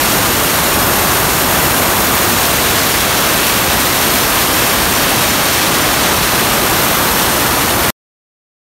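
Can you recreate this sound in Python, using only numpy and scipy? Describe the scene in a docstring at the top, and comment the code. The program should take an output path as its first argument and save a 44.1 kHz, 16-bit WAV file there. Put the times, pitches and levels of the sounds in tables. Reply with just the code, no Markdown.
"""A welding arc and its gas jet roar steadily in a cramped metal space, heard by one hand-held microphone.
Roar, hiss and sizzle are bands of one white noise that swell and flutter; the nozzle whistles faintly at times.
Short echoes from near walls comb the hiss into slowly shifting ridges, and the housing colours the treble.
Gain control squeezes the loud sound; slices of treble turn wide for an instant.
It stops dead, leaving a very brief faint fizz and then silence."""
import sys
import numpy as np
from scipy import signal
from scipy.io import wavfile

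SR = 44100
rng = np.random.default_rng(int(sys.argv[2]) if len(sys.argv) > 2 else 0)


def waveform_to_disk(signal):
    """Save audio, clipped to [-1, 1], as 16-bit WAV at the path in sys.argv[1]."""
    frames = np.transpose(np.atleast_2d(signal))
    scaled = np.clip(frames, -1, 1) * 32767
    samples = np.round(scaled).astype(np.int16)
    wavfile.write(sys.argv[1], SR, samples)


def invert_db(level):
    """Linear amplitude ratio for a level in decibels (20 dB per decade), elementwise."""
    return 10 ** (np.asarray(level, dtype=float) / 20)


N = 386316
HOP = 256   # samples from one frame of noise to the next

# spectrum of the escaping gas, shared by hiss and sizzle: f/Hz, relative level/dB
GAS_SPECTRUM = [(900, -23), (1600, -1.5), (2500, -1.5), (4200, -3), (5500, -4), (7000, -5), (9000, -3.5),
                (11500, -3.5), (13300, -0.5), (14300, -5), (15200, -5.5), (16500, -8.5)]


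def rms_one(x):
    """Scale to unit rms."""
    return x / np.sqrt(np.mean(np.abs(x) ** 2) + 1e-20)


def in_time(rows, t):
    """A curve of (time, value) points read at times t."""
    return np.interp(t, *np.transpose(rows))


def at_hz(points, hz):
    """Gains of a spectrum read on a log frequency axis, practically silent outside it."""
    point_hz, point_db = np.transpose(points)
    return invert_db(np.interp(np.log(hz + 1), np.log(point_hz), point_db, -90, -90))


def bell(hz, mid_hz, width_hz):
    """A resonance-shaped hump of height 1, width_hz wide at half height."""
    return 1 / (1 + (2 * (hz - mid_hz) / width_hz) ** 2)


def held(t, start, end, ease_s=.12):
    """Eases from 0 to 1 at the start and back at the end."""
    return .5 * (np.tanh((t - start) / ease_s) - np.tanh((t - end) / ease_s))


def drift(rate_hz, size):
    """Smoothed chance at the frame rate, slower for a lower rate_hz, unit rms."""
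    r = np.exp(-2 * np.pi * rate_hz * HOP / SR)
    settle = 400   # frames dropped while the filter settles
    wander = signal.lfilter([1], [1, -2 * r, r * r], rng.standard_normal(size + settle))
    return rms_one(wander[settle:])


def roar(hz, t, swell_db):
    """Low turbulence in uneven gusts, sinking a little whenever the hiss swells."""
    # roar spectrum: f/Hz, relative level/dB
    roar_spectrum = [(15, -28), (28, -21), (50, 4.5), (75, -1), (150, -1), (350, -0.5), (460, -3.5),
                     (620, -2), (780, -2.5), (1150, -2), (1600, -6), (2200, -14.5), (3200, -21.5),
                     (5000, -53)]
    yield_share = 0.41   # dB the roar sinks per dB the hiss swells
    gusts_db = 0.38 * drift(2.5, len(t))
    return np.outer(rms_one(at_hz(roar_spectrum, hz)), invert_db(-14 - yield_share * swell_db + gusts_db))


def sizzle_share(hz):
    """Share of the gas noise power that belongs to the sizzle, rising around 6900 Hz."""
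    return 1 / (1 + (6900 / (hz + 1)) ** 6)


def hiss(hz, swell_db, flutter):
    """Gas turbulence below the sizzle, swelling slowly and fluttering."""
    shape = at_hz(GAS_SPECTRUM, hz) * np.sqrt(1 - sizzle_share(hz))
    return np.outer(rms_one(shape), invert_db(-16 + swell_db + .6 * flutter))


def sizzle(hz, t, flutter):
    """The top of the gas turbulence, with its own slow swell and the flutter of the hiss."""
    # slow swell around the sizzle's set level: t/s, level/dB
    sizzle_swell = [(0, 0.7), (2.4, 0.5), (3.0, -0.5), (4.6, 0.5), (5.9, -1), (7.9, -0.1)]
    shape = at_hz(GAS_SPECTRUM, hz) * np.sqrt(sizzle_share(hz))
    return np.outer(rms_one(shape), invert_db(-18 + in_time(sizzle_swell, t) + 0.52 * flutter))


def whistle(hz, t):
    """The nozzle whistles in spells: narrow noise bands, 220 Hz wide, wavering in level."""
    # spells of whistle: start t/s, end t/s, centre f/Hz, level before wavering/dB
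    spells = [(.75, 2.6, 13150, -29.5), (3.6, 4.4, 12900, -34), (6.7, 7.3, 13130, -26.5),
              (7.6, 8.2, 12900, -29)]
    waver_db = 1.5 * drift(3.0, len(t))
    total = 0
    for start, end, mid_hz, db in spells:
        level = invert_db(db + waver_db) * held(t, start, end)
        total = total + np.outer(rms_one(bell(hz, mid_hz, 220)), level)
    return total


def jet(hz, t):
    """Turbulent noise colour through time: roar, hiss, sizzle and whistle powers add."""
    # slow swell around the hiss's set level: t/s, level/dB
    hiss_swell = [(0, -0.5), (.4, -0.9), (2.1, -1.5), (2.5, 0.54), (4.8, 0.66), (5.5, 1.5), (6.3, 0.06),
                  (7.2, -0.9), (7.9, -1)]
    swell_db = in_time(hiss_swell, t)
    flutter = drift(21.0, len(t))   # the arc sputters a little, in hiss and sizzle together
    power = roar(hz, t, swell_db) ** 2 + hiss(hz, swell_db, flutter) ** 2
    return np.sqrt(power + sizzle(hz, t, flutter) ** 2 + whistle(hz, t) ** 2)


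def walls(hz, t, count=36):
    """Direct sound plus echoes whose path lengths slide as the microphone moves."""
    # how far the hand has carried the microphone: t/s, distance/m
    hand = [(0, 0), (2.2, .014), (2.8, .040), (5.4, .066), (6.2, .150), (7.9, .205)]
    echo_db, echo_t60_s = -21, .12
    lag_draw, slant, size = rng.random((count, 3)).T
    lags = .0013 * 10 ** lag_draw   # 1.3 to 13 ms
    gains = invert_db(echo_db - 60 * lags / echo_t60_s) * (.5 + size)
    moved_s = in_time(hand, t) / 343   # distance as travel time of sound
    scatter = hz ** 2 / (hz ** 2 + 4700 ** 2)   # small surfaces throw back only short waves
    total = np.zeros((len(hz), len(t)), np.complex64)
    for lag, cosine, gain in zip(lags, 2 * slant - 1, gains):
        turn = (2 * np.pi * np.outer(hz, lag + cosine * moved_s)).astype(np.float32)
        total += gain * (np.cos(turn) - 1j * np.sin(turn))
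    usual_gain = np.sqrt(1 + np.sum(gains ** 2) * scatter[:, None] ** 2)
    return (1 + scatter[:, None] * total) / usual_gain


def ridges(hz, t):
    """Broad treble ridges and a dip that fade in, hold and fade out."""
    # ridges in the treble: start t/s, end t/s, centre f/Hz, width f/Hz, level/dB
    ridge_spells = [(-.5, 2.7, 6900, 400, 2.5), (-.5, 2.7, 8700, 250, 2), (-.5, 1.8, 11400, 250, 1.5),
                    (1.0, 2.8, 14300, 250, 3.5), (3.2, 5.2, 11800, 500, 2), (5.6, 6.3, 12500, 1500, -1),
                    (6.2, 10.2, 9400, 350, 2)]
    total_db = 0
    for start, end, mid_hz, width_hz, db in ridge_spells:
        total_db = total_db + np.outer(db * bell(hz, mid_hz, width_hz), held(t, start, end))
    return invert_db(total_db)


def housing(hz):
    """The microphone housing puts fixed dips and humps in the treble."""
    # dips and humps: centre f/Hz, width f/Hz, level/dB
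    humps = [(4910, 260, -4), (7770, 310, -3), (8700, 420, 1), (9960, 300, 2), (10470, 410, -5),
             (11570, 500, 1.5), (12200, 500, -0.5)]
    return invert_db(sum(db * bell(hz, mid_hz, width_hz) for mid_hz, width_hz, db in humps))


def sputter(x, from_hz=1300.0, rate_hz=90.0, depth_db=.9):
    """The unsteady arc roughens the hiss with quick random level changes."""
    high = signal.sosfiltfilt(signal.butter(2, from_hz, "high", fs=SR, output="sos"), x)
    slow_pass = signal.butter(1, rate_hz, fs=SR, output="sos")
    quick = rms_one(signal.sosfilt(slow_pass, rng.standard_normal(N)))
    return x + high * (invert_db(depth_db * quick) - 1)


def gain_control(x, window_s=0.013, share=0.16, aim_db=-12.0):
    """Moments above the aim are turned down, those below turned up, by a share of the difference."""
    r = np.exp(-1 / (window_s * SR))
    at_aim = np.full((len(x), 1), r * invert_db(2 * aim_db))   # the follower starts at the aim
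    power = signal.lfilter([1 - r], [1, -r], x ** 2, zi=at_aim)[0]
    level_db = 10 * np.log10(power + 1e-12)
    return x * invert_db(-share * (level_db - aim_db))


def treble_spread(mid):
    """Now and then a slice of treble turns wide: a side signal of short band-limited bursts."""
    spreads_per_s, spread_db = 4.0, -3.5
    size, overlap = 4 * HOP, 2 * HOP
    hz, t, frames = signal.stft(mid, SR, nperseg=size, noverlap=overlap)
    chance, low, width = rng.random((len(t), 3)).T
    low_hz = 4200 * 3.4 ** low
    high_hz = low_hz + 1200 + 900 * width
    inside = (hz[:, None] > low_hz) & (hz[:, None] < high_hz)
    burst = inside * (chance < spreads_per_s * 2 * HOP / SR)
    burst = np.maximum(burst, np.roll(burst, 1, axis=1))   # each lasts two frames
    scrambled = frames * burst * np.exp(2j * np.pi * rng.random(frames.shape))
    return invert_db(spread_db) * signal.istft(scrambled, SR, nperseg=size, noverlap=overlap)[1][:N]


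def stop_dead(x):
    """The sound drops at once to a faint, fast-decaying fizz, then to silence."""
    stop_s, fizz_db, fizz_t60_s, fizz_s = 7.904, -21, 0.024, .036
    after_s = np.arange(N) / SR - stop_s
    fizz = invert_db(fizz_db - 60 * after_s.clip(0) / fizz_t60_s) * (after_s < fizz_s)
    return x * np.where(after_s < 0, 1, fizz)


def scene():
    """White turbulence coloured frame by frame by jet, walls, ridges and housing, alike in both channels."""
    size, overlap = 8 * HOP, 7 * HOP
    hz, t, frames = signal.stft(rng.standard_normal(N), SR, nperseg=size, noverlap=overlap)
    echoes = np.repeat(walls(hz, t[::4]), 4, axis=1)[:, :len(t)]   # renewed every fourth frame
    heard = frames * jet(hz, t) * echoes * ridges(hz, t) * housing(hz)[:, None]
    sound = signal.istft(heard, SR, nperseg=size, noverlap=overlap)[1][:N]
    return np.array([sputter(sound)] * 2)


def band_limit(x):
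    """A steep low-pass at the top of the band."""
    return signal.sosfilt(signal.butter(12, 17040, fs=SR, output="sos"), x)


def record(dry):
    """Deep bass is cut, level evened, peaks rounded, the top filtered away, treble spread, then the stop."""
    top = 0.91   # ceiling of the rounded peaks
    bassless = signal.sosfilt(signal.butter(2, 42.0, "high", fs=SR, output="sos"), dry)
    squeezed = top * np.tanh(gain_control(bassless) * invert_db(-0.21) / top)
    dulled = signal.sosfilt(signal.ellip(16, .3, 80, 15740, fs=SR, output="sos"), squeezed)
    wide = dulled + treble_spread(dulled[0]) * [[1], [-1]]   # opposite sign left and right
    return band_limit(stop_dead(wide))


dry = scene()
out = record(dry)
waveform_to_disk(out)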